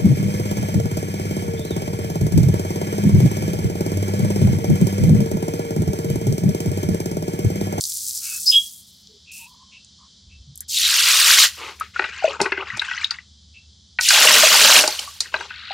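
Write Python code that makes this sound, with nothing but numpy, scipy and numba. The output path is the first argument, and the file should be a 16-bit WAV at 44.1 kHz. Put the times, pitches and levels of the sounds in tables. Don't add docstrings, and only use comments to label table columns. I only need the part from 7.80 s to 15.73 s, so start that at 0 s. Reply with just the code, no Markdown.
import sys
import numpy as np
from scipy import signal
from scipy.fft import rfft, irfft
from scipy.io import wavfile
from numba import njit

SR = 44100
rng = np.random.default_rng(int(sys.argv[2]) if len(sys.argv) > 2 else 0)


def unload_audio(sound):
    columns = np.transpose(np.atleast_2d(sound))
    steps = np.round(np.clip(columns, -1, 1) * 32767)
    wavfile.write(sys.argv[1], SR, steps.astype(np.int16))


N = 349713
T = np.arange(N) / SR
FREQS_HZ = np.maximum(np.fft.rfftfreq(N, 1 / SR), 1)
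TOP_HZ = 15800

# start_s, stop_s, level_db, trickle_t60_s
RICE_SLIDES = [(0, 0.75, -29.5, 0.8), (1.515, 1.587, -41, 0.33)]
# freq_hz, gain_db
RICE_SPECTRUM = [(1200, -34), (2800, -23.5), (4000, -5.5), (5200, 1.5), (8000, 3), (15500, -2.5)]
RICE_ATTACK_S = 0.0016
# start_s, peak_db, lowest_hz
TICKS = [(0.0094, -9, 3970), (0.039, -7.5, 4160), (0.0533, -10.5, 3900), (0.1196, -17, 3800),
         (0.2837, -12.5, 5000), (1.272, -30.5, 3300), (2.047, -32.5, 3670), (2.757, -26, 5500),
         (2.776, -23, 6250), (2.806, -17, 5960), (3.999, -20.5, 5530)]

# freq_hz, gain_db
RUMBLE_SPECTRUM = [(25, -35), (70, 0.5), (140, -10.5), (200, -3.5), (300, -22), (700, -33.5), (2500, -39.5),
                   (4000, -68.5)]
# freq_hz, gain_db
HISS_SPECTRUM = [(2750, -21), (3130, 1), (5000, 0), (7400, -10), (7900, -16.5), (9400, -20.5),
                 (10200, -48.5), (15000, -56)]
RUMBLE_DB, HISS_START_DB = -59.5, -52.5
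LATER_S, HISS_STEP_DB, HUM_DB = 2.39, -2.5, -55

# start_s, length_s, pitch_hz, width_hz, level_db
RUBS = [(0.392, 0.23, 1470, 497, -55.5), (1.265, 0.13, 422, 49.4, -60.5), (1.449, 0.25, 2620, 230, -46),
        (2.178, 0.11, 1080, 220, -60), (2.419, 0.25, 70, 35, -48.5), (2.658, 0.1, 137, 29.8, -47),
        (2.803, 0.044, 1770, 500, -59.5), (4.589, 0.057, 193, 90, -36), (4.927, 0.054, 119, 69.6, -42.5)]
# start_s, length_s, pitch_hz, relative_level_db, rasp_vs_whistle_db
BIRD_NOTES = [(0.655, 0.06, 5055, -10.5, -2.5), (0.709, 0.086, 3280, -9, -5), (0.41, 0.19, 2586, -42, 4),
              (1.912, 0.09, 2710, -47.5, 6.5), (2.49, 0.081, 2640, -53.5, 2),
              (5.736, 0.071, 2680, -45.5, 2.5)]
SQUEAK_S, SQUEAK_LENGTH_S, SQUEAK_DB = 1.546, 0.44, -56.5
SQUEAK_FROM_HZ, SQUEAK_TO_HZ = 800, 1036

# start_s, stop_s, attack_s, swell_db, puddle_time_constant_s,
# spray_db, small_bubbles_db, deep_bubbles_db, cutoff_t60_s, soaking_fizz_db
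POURS = [(2.879, 3.647, 0.029, 10, 0.14, -10.5, -16.5, -51, 0.12, -24.5),
         (6.199, 6.991, 0.068, 2, 0.073, -11.5, -14.5, -23.5, 0.19, -10.5)]
# freq_hz, gain_db
POUR_SPECTRUM = [(220, -9), (320, -22), (400, -12.5), (630, -3), (780, -8), (1400, 2.5), (3300, 5.5),
                 (6200, 1), (9000, -4.5), (15500, -12.5)]
FIRST_BUBBLE_HZ = 4640
SOAK_T60_S, SETTLE_T60_S = 1, 0.76
POT_HZ, POT_WIDTH_HZ, POT_VS_SMALL_DB = 580, 120, -28.5
# start_s, length_s, pitch_hz, level_db
HOLLOWS = [(2.962, 0.029, 3730, -21.5), (3.015, .065, 3880, -21)]
HOLLOW_Q = 6.25

# start_s, mid_db, hollow_thud_db, bright_splash_db
SLAPS = [(3.139, -20, -38, -10), (4.193, -9, -18.5, -55), (4.219, -18.5, -31, -54),
         (4.24, -16, -32.5, -44.5), (4.6003, -15, -14, -34), (4.6135, -39.5, -13.5, -11),
         (4.968, -32, -30, -27.5), (5.0158, -15.5, -35.5, -33.5), (5.11, -17, -52.5, -50),
         (5.3076, -25, -47, -37.5), (6.187, -8.5, -35, -44), (6.209, -29, -50, -10.5),
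         (6.286, -30, -45, -3), (6.304, -6, -38, -6.5), (7.037, -10, -22, -21), (7.0759, -33, -16, -7.5),
         (7.1913, -30, -33, -16.5), (7.4041, -31, -42.5, -6), (7.540, -10, -20, -35.5),
         (7.6047, -20.5, -25.5, -35), (7.703, -26.5, -62, -58)]
# pitch_hz, width_hz, gain_db
VESSEL_MODES = [(380, 12, -3), (653, 16, 2), (929, 110, 6.5), (1516, 230, 12), (1936, 87, 10),
                (2430, 256, 6), (4530, 1700, 1.5), (7940, 13000, -10.5)]
SLAP_RISE_S = 0.0013
# start_s, length_s, level_db, deep_vs_level_db, spray_vs_level_db
SLOSHES = [(3.77, 0.13, -29, 0.5, -10.5), (3.986, 0.05, -34, -9, -10), (4.135, 0.16, -33, -10, -8),
           (4.321, 0.15, -35, -16, -6.5), (4.453, 0.071, -34, 3.5, -4.5), (4.592, 0.061, -29.5, 5, -8),
           (4.69, 0.14, -32.5, -1, -23), (4.853, 0.12, -32.5, -20, -12), (5.005, 0.23, -33.5, -25.5, -3.5),
           (5.291, 0.061, -41, -26, -5), (7.401, 0.059, -40, -8, -5), (7.515, 0.14, -40, 0.5, -0.5)]
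# freq_hz, gain_db
SWIRL_SPECTRUM = [(250, -24), (410, -2), (650, -16), (850, -2), (1450, 8.5), (2200, 7), (2750, 5),
                  (3500, 0.5), (7000, -11), (14000, -49.5)]
SLOSH_ATTACK_S, SLOSH_T60_S = .018, 0.19
# start_s, relative_level_db, starting_pitch_hz
PLOPS = [(4.010, -10, 1243), (4.161, -10.5, 1400), (4.195, -22.5, 376), (4.424, -21, 760),
         (4.443, -3.5, 632), (4.478, -15.5, 540), (4.480, -12, 2570), (4.613, -11.5, 392),
         (4.902, -12.5, 1930), (4.995, -2, 3810), (5.086, -15.5, 1540), (5.177, -13.5, 1940),
         (5.217, -14.5, 2300), (5.244, 2.5, 3700), (5.308, -1.5, 4530), (5.386, -20, 1946),
         (6.473, 6, 2740), (6.634, -7.5, 631), (7.037, -12.5, 603), (7.084, -20, 826), (7.125, -9, 4300),
         (7.190, -8.5, 2990), (7.275, -24.5, 1116), (7.907, -21, 777)]
PLOP_CYCLES = 53
PLOP_MAX_T60_S = 0.081
# start_s, mid_db, rise_s
GLUGS = [(4.652, -11.5, 0.0089), (4.719, -11, 0.0028), (4.770, -17, 0.0091)]
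GLUG_THUD_VS_MID_DB, GLUG_SPLASH_VS_MID_DB = -22, -40
GLUG_AIR_HZ, GLUG_AIR_VS_MID_DB = 384, -7.5

DROPS_START_S, DROPS_GAP_S = 7.009, 0.011
DROPS_FIRST_DB, DROPS_STEP_DB = -8, -3.5
STIR_S, STIR_START_DB, STIR_SWELL_DB = 7.68, -38.5, 7
BUCKET_PAN_DB = 3.5
# freq_hz, gain_db
WIDTH_SPECTRUM = [(1000, -34.5), (5000, -11), (13000, -6.5)]


def undb(db):
    return 10 ** (np.asarray(db) / 20)


def unit(x):
    return x / np.sqrt(np.mean(x ** 2))


def add(out, x, start_s):
    i = max(int(start_s * SR), 0)
    out[i:i + len(x)] += x[:len(out) - i]


def colour(x, points):
    hz, db = np.transpose(points)
    gain = undb(np.interp(np.log(FREQS_HZ), np.log(hz), db))
    return irfft(rfft(x) * gain, N)


def band(x, lo_hz, hi_hz, order=3):
    edges_hz = [lo_hz, min(hi_hz, .48 * SR)]
    return signal.sosfilt(signal.butter(order, edges_hz, "band", fs=SR, output="sos"), x)


def resonate(x, hz, width_hz):
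    return signal.lfilter(*signal.iirpeak(hz, hz / width_hz, fs=SR), x)


def fade(t_s, t60_s):
    return np.exp(-np.log(1000) * t_s / t60_s)


def envelope(start_s, stop_s, attack_s, t60_s):
    rise = 1 - np.exp(-np.maximum(T - start_s, 0) / attack_s)
    return rise * fade(np.maximum(T - stop_s, 0), t60_s)


def flutter(rate_hz):
    knots = rng.standard_normal(int(rate_hz * N / SR) + 2)
    return unit(np.interp(T * rate_hz, np.arange(len(knots)), knots))


def echoes(x, t60_s):
    t_s = T[:int(t60_s * SR)]
    tail = rng.standard_normal(len(t_s)) * fade(t_s, t60_s)
    return signal.fftconvolve(x, tail / np.linalg.norm(tail))[:len(x)]


@njit
def ring(starts, hz, cycles, size, glide):
    out = np.zeros(N)
    for k in range(len(starts)):
        length = cycles[k] * SR / hz[k]
        z = size[k] + 0j
        step = np.exp(2j * np.pi * hz[k] / SR - 6 / length)
        bend = np.exp(2j * np.pi * hz[k] / SR * glide / length)
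        closed, opening = 1., np.exp(-20 / length)
        first = int(starts[k])
        for i in range(first, min(N, first + int(length))):
            out[i] += z.imag * (1 - closed)
            closed *= opening
            z *= step
            step *= bend
    return out


def grains(rate_hz, lo_hz, hi_hz, cycles, spread_db, glide):
    own_rng = np.random.default_rng(rng.integers(1 << 30))
    when, pitch, damping, size = own_rng.random((int(rate_hz * N / SR), 4)).T
    hz = lo_hz * (min(hi_hz, TOP_HZ) / lo_hz) ** pitch
    amplitude = undb(-spread_db * np.log(size + .01)) * hz / hi_hz
    return ring(when * N, hz, cycles * (.5 + damping), amplitude, glide)


def swell(length_s, hz, width_hz, db):
    size = int(length_s * SR)
    ringing = resonate(resonate(rng.standard_normal(size), hz, width_hz), hz, width_hz)
    return undb(db) * unit(ringing * signal.windows.tukey(size, .5))


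def rice():
    impacts = grains(rate_hz=7000, lo_hz=1200, hi_hz=15500, cycles=4, spread_db=2.8, glide=0.)
    patter = unit(colour(impacts, RICE_SPECTRUM))
    bright = band(patter, 5200, 18000)
    flow = sum(undb(db) * envelope(start_s, stop_s, RICE_ATTACK_S, t60_s)
               for start_s, stop_s, db, t60_s in RICE_SLIDES)
    fullness = np.clip(flow / undb(-42.0), 0, 1)
    blend = fullness * patter + np.sqrt(1 - fullness ** 2) * bright
    return undb(1.4 * flutter(40.5)) * flow * blend


def background():
    later = np.clip((T - LATER_S) / .05, 0, 1)
    rumble = unit(colour(rng.standard_normal(N), RUMBLE_SPECTRUM)) * undb(RUMBLE_DB)
    hiss_db = HISS_START_DB + HISS_STEP_DB * later
    hiss = unit(colour(rng.standard_normal(N), HISS_SPECTRUM)) * undb(hiss_db)
    hum_noise = unit(band(rng.standard_normal(N), 70, 99.7, order=2))
    hum = unit(np.sin(2 * np.pi * 75 * T) + .5 * hum_noise)
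    return rumble + hiss + hum * later * undb(HUM_DB)


def ticks():
    out = np.zeros(N)
    t_s = T[:2048]
    for start_s, db, lo_hz in TICKS:
        decay = fade(t_s, .008) + undb(-14) * fade(t_s, .05)
        click = band(rng.standard_normal(len(t_s)) * decay, lo_hz, 2.2 * lo_hz, order=4)
        add(out, undb(db) * click / np.abs(click).max(), start_s)
    return out


def rubs():
    out = np.zeros(N)
    for start_s, *shape in RUBS:
        add(out, swell(*shape), start_s)
    return out


def bird():
    out = np.zeros(N)
    for start_s, length_s, hz, db, rasp_db in BIRD_NOTES:
        u = np.linspace(0, 1, int(length_s * SR))
        waver = .014 * flutter(250)[:len(u)]
        whistle = np.sqrt(2) * np.sin(2 * np.pi * np.cumsum(hz * (1 + waver)) / SR)
        rasp = unit(band(rng.standard_normal(len(u)), .86 * hz, 1.12 * hz, order=3))
        note = 2 * u * whistle + undb(rasp_db) * (1 - u) * rasp
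        add(out, undb(db) * np.sin(np.pi * u) * note, start_s)
    return .7 * out + .4 * echoes(out, t60_s=.2) + .03 * echoes(out, t60_s=.7)


def squeak():
    u = np.clip((T - SQUEAK_S) / SQUEAK_LENGTH_S, 0, 1)
    glide_hz = SQUEAK_TO_HZ + (SQUEAK_FROM_HZ - SQUEAK_TO_HZ) * (1 - u) ** 4
    hz = glide_hz * (1 + .045 * flutter(400))
    grip = undb(4 * flutter(60) - 1)
    tone = np.sqrt(2) * np.sin(2 * np.pi * np.cumsum(hz) / SR)
    return undb(SQUEAK_DB) * grip * np.sin(np.pi * u) * tone


def stream(start_s, stop_s, attack_s, swell_db, spray_db, small_db, deep_db, t60_s, soak_db):
    tipping = undb(swell_db * np.clip((T - stop_s) / (stop_s - start_s), -1, 0))
    falling = envelope(start_s, stop_s, attack_s, t60_s)
    soaking = undb(soak_db) * envelope(start_s, stop_s, attack_s, SOAK_T60_S)
    settling = undb(soak_db) * envelope(start_s, stop_s, attack_s, SETTLE_T60_S)
    return np.array([undb(spray_db) * tipping * np.maximum(falling, soaking),
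                     undb(small_db) * tipping * np.maximum(falling, settling),
                     undb(deep_db) * np.maximum(falling, settling)])


def water(flows, spectrum, swarms, surge_db):
    surge = flutter(55)
    bands = [(3060, 18000, 0.55), (880, 3540, 1.0), (199.5, 1210, 2.35)]  # lo_hz, hi_hz, lumpiness
    out = 0
    for flow, swarm, (lo_hz, hi_hz, lumps) in zip(flows, swarms, bands):
        bubbles = band(colour(swarm, spectrum), lo_hz, hi_hz)
        out = out + flow * unit(bubbles * undb(surge_db * lumps * surge))
    return out


def high_pass(x, edge_hz, size=512):
    hz, t_s, frames = signal.stft(x, SR, nperseg=size)
    gain = 1 / (1 + (np.interp(t_s, T, edge_hz) / np.maximum(hz, 1)[:, None]) ** 5)
    return signal.istft(frames * gain, SR)[1][:N]


def pours():
    spray = grains(rate_hz=8500, lo_hz=2400, hi_hz=15500, cycles=38, spread_db=3.2, glide=.03)
    small = grains(rate_hz=1800, lo_hz=850, hi_hz=3300, cycles=17, spread_db=3.0, glide=.06)
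    deep = grains(rate_hz=550, lo_hz=200, hi_hz=1200, cycles=16, spread_db=2.3, glide=.06)
    flows, lowest_hz = 0, np.zeros(N)
    for start_s, stop_s, attack_s, swell_db, puddle_s, *levels in POURS:
        flows = flows + stream(start_s, stop_s, attack_s, swell_db, *levels)
        sinking_hz = FIRST_BUBBLE_HZ * np.exp(-np.maximum(T - start_s, 0) / puddle_s)
        lowest_hz = np.where(T > start_s, sinking_hz, lowest_hz)
    pot = resonate(rng.standard_normal(N), POT_HZ, POT_WIDTH_HZ)
    pot = unit(resonate(pot, POT_HZ, POT_WIDTH_HZ))
    splashing = water(flows, POUR_SPECTRUM, [spray, small, deep], surge_db=1.5)
    return high_pass(splashing + undb(POT_VS_SMALL_DB) * flows[1] * pot, lowest_hz)


def hollows():
    out = np.zeros(N)
    for start_s, length_s, hz, db in HOLLOWS:
        add(out, swell(length_s, hz, hz / HOLLOW_Q, db), start_s)
    return out


def smack(mid_db, thud_db, splash_db, rise_s=SLAP_RISE_S):
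    t_s = T[:8192]
    after_s = np.maximum(t_s - rise_s, 0)
    decay = fade(after_s, 0.016 + 2 * rise_s) + undb(-9.0) * fade(after_s, 0.06)
    burst = rng.standard_normal(len(t_s)) * decay * np.minimum(t_s / rise_s, 1)
    shift = rng.uniform(.93, 1.07)
    body = sum(undb(db) * resonate(burst, shift * hz, width_hz) for hz, width_hz, db in VESSEL_MODES)
    out = 0
    for db, lo_hz, hi_hz in [(thud_db, 260, 950), (mid_db, 1000, 2900), (splash_db, 3800, 9500)]:
        part = band(body, lo_hz, hi_hz)
        out = out + undb(db + 3.5) * part / np.abs(part).max()
    return out


def slaps():
    out = np.zeros(N)
    for start_s, *levels_db in SLAPS:
        softness = np.clip(undb(-9 - max(levels_db)), 1, 4)
        add(out, smack(*levels_db, softness * SLAP_RISE_S), start_s)
    return out


def swirls():
    wash = unit(grains(rate_hz=12000, lo_hz=250, hi_hz=14000, cycles=10, spread_db=1.5, glide=0.))
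    plinks = unit(grains(rate_hz=300, lo_hz=2500, hi_hz=9000, cycles=55, spread_db=3.3, glide=.08))
    gurgle = unit(grains(rate_hz=900, lo_hz=300, hi_hz=3000, cycles=30, spread_db=2.5, glide=.1))
    bubbling = np.interp(T, [4.1, 4.45, 7.6, 7.7], [.2, .72, .72, .3])
    swarms = [np.sqrt(1 - bubbling ** 2) * wash + bubbling * x for x in (plinks, gurgle, gurgle)]
    flows = 0
    for start_s, length_s, db, deep_db, spray_db in SLOSHES:
        wave = envelope(start_s, start_s + length_s, SLOSH_ATTACK_S, SLOSH_T60_S)
        flows = flows + np.outer(undb([db + spray_db, db, db + deep_db]), wave)
    return water(flows, SWIRL_SPECTRUM, swarms, surge_db=3.0 * bubbling)


def bubble(db, hz):
    t_s = T[:8192]
    t60_s = min(PLOP_CYCLES / hz, PLOP_MAX_T60_S)
    tone = np.sin(2 * np.pi * hz * t_s * (1 + 0.06 * t_s / t60_s)) * fade(t_s, t60_s)
    snap = band(rng.standard_normal(len(t_s)) * fade(t_s, .03), .75 * hz, 1.25 * hz, order=2)
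    onset = 1 - np.exp(-t_s / 0.0012)
    return undb(db) * (tone + undb(-12.5) * snap / np.abs(snap).max()) * onset


def plops():
    out = np.zeros(N)
    for start_s, db, hz in PLOPS:
        add(out, bubble(db, hz), start_s)
    return out


def glugs():
    out = np.zeros(N)
    for start_s, db, rise_s in GLUGS:
        add(out, smack(db, db + GLUG_THUD_VS_MID_DB, db + GLUG_SPLASH_VS_MID_DB, rise_s), start_s)
        add(out, bubble(db + GLUG_AIR_VS_MID_DB, GLUG_AIR_HZ), start_s + rise_s)
    return out


def last_drops(count):
    out = np.zeros(N)
    for k, late in enumerate(rng.uniform(-.2, .2, count)):
        db = DROPS_FIRST_DB + k * DROPS_STEP_DB
        add(out, smack(db - 20, db - 9, db), DROPS_START_S + (k + late) * DROPS_GAP_S)
    return out


def stir():
    grit = grains(rate_hz=2200, lo_hz=1250, hi_hz=4400, cycles=22, spread_db=2.8, glide=0.)
    push = np.clip((T - STIR_S) / (T[-1] - STIR_S), 0, 1)
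    level = undb(STIR_START_DB + STIR_SWELL_DB * push ** 6)
    return unit(grit) * level * envelope(STIR_S, T[-1], SLOSH_ATTACK_S, SLOSH_T60_S)


def place(x, pan_db):
    side = colour(echoes(x, t60_s=0.081), WIDTH_SPECTRUM)
    return np.array([undb(pan_db / 2) * (x + side), undb(-pan_db / 2) * (x - side)])


def scene():
    hits = slaps() + glugs() + last_drops(count=8)
    blips = plops()
    vessel_ring = undb(-13) * echoes(hits + blips, t60_s=0.12)
    wet = hits + vessel_ring + pours() + hollows() + swirls() + stir()
    wet = wet + blips + undb(-12) * echoes(wet, t60_s=0.2)
    pan_db = BUCKET_PAN_DB * np.interp(T, [3.7, 4, 5.5, 6.1, 7.42, 7.53], [0, 1, 1, 0, 0, 1])
    others = rice() + ticks() + bird() + rubs() + squeak() + background()
    return place(wet, pan_db) + place(others, pan_db=0)


def record(dry):
    rounded = dry / (1 + np.abs(dry) ** 6) ** (1 / 6)
    return signal.sosfilt(signal.ellip(10, .2, 70, TOP_HZ, fs=SR, output="sos"), rounded)


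dry = scene()
out = record(dry)
unload_audio(out)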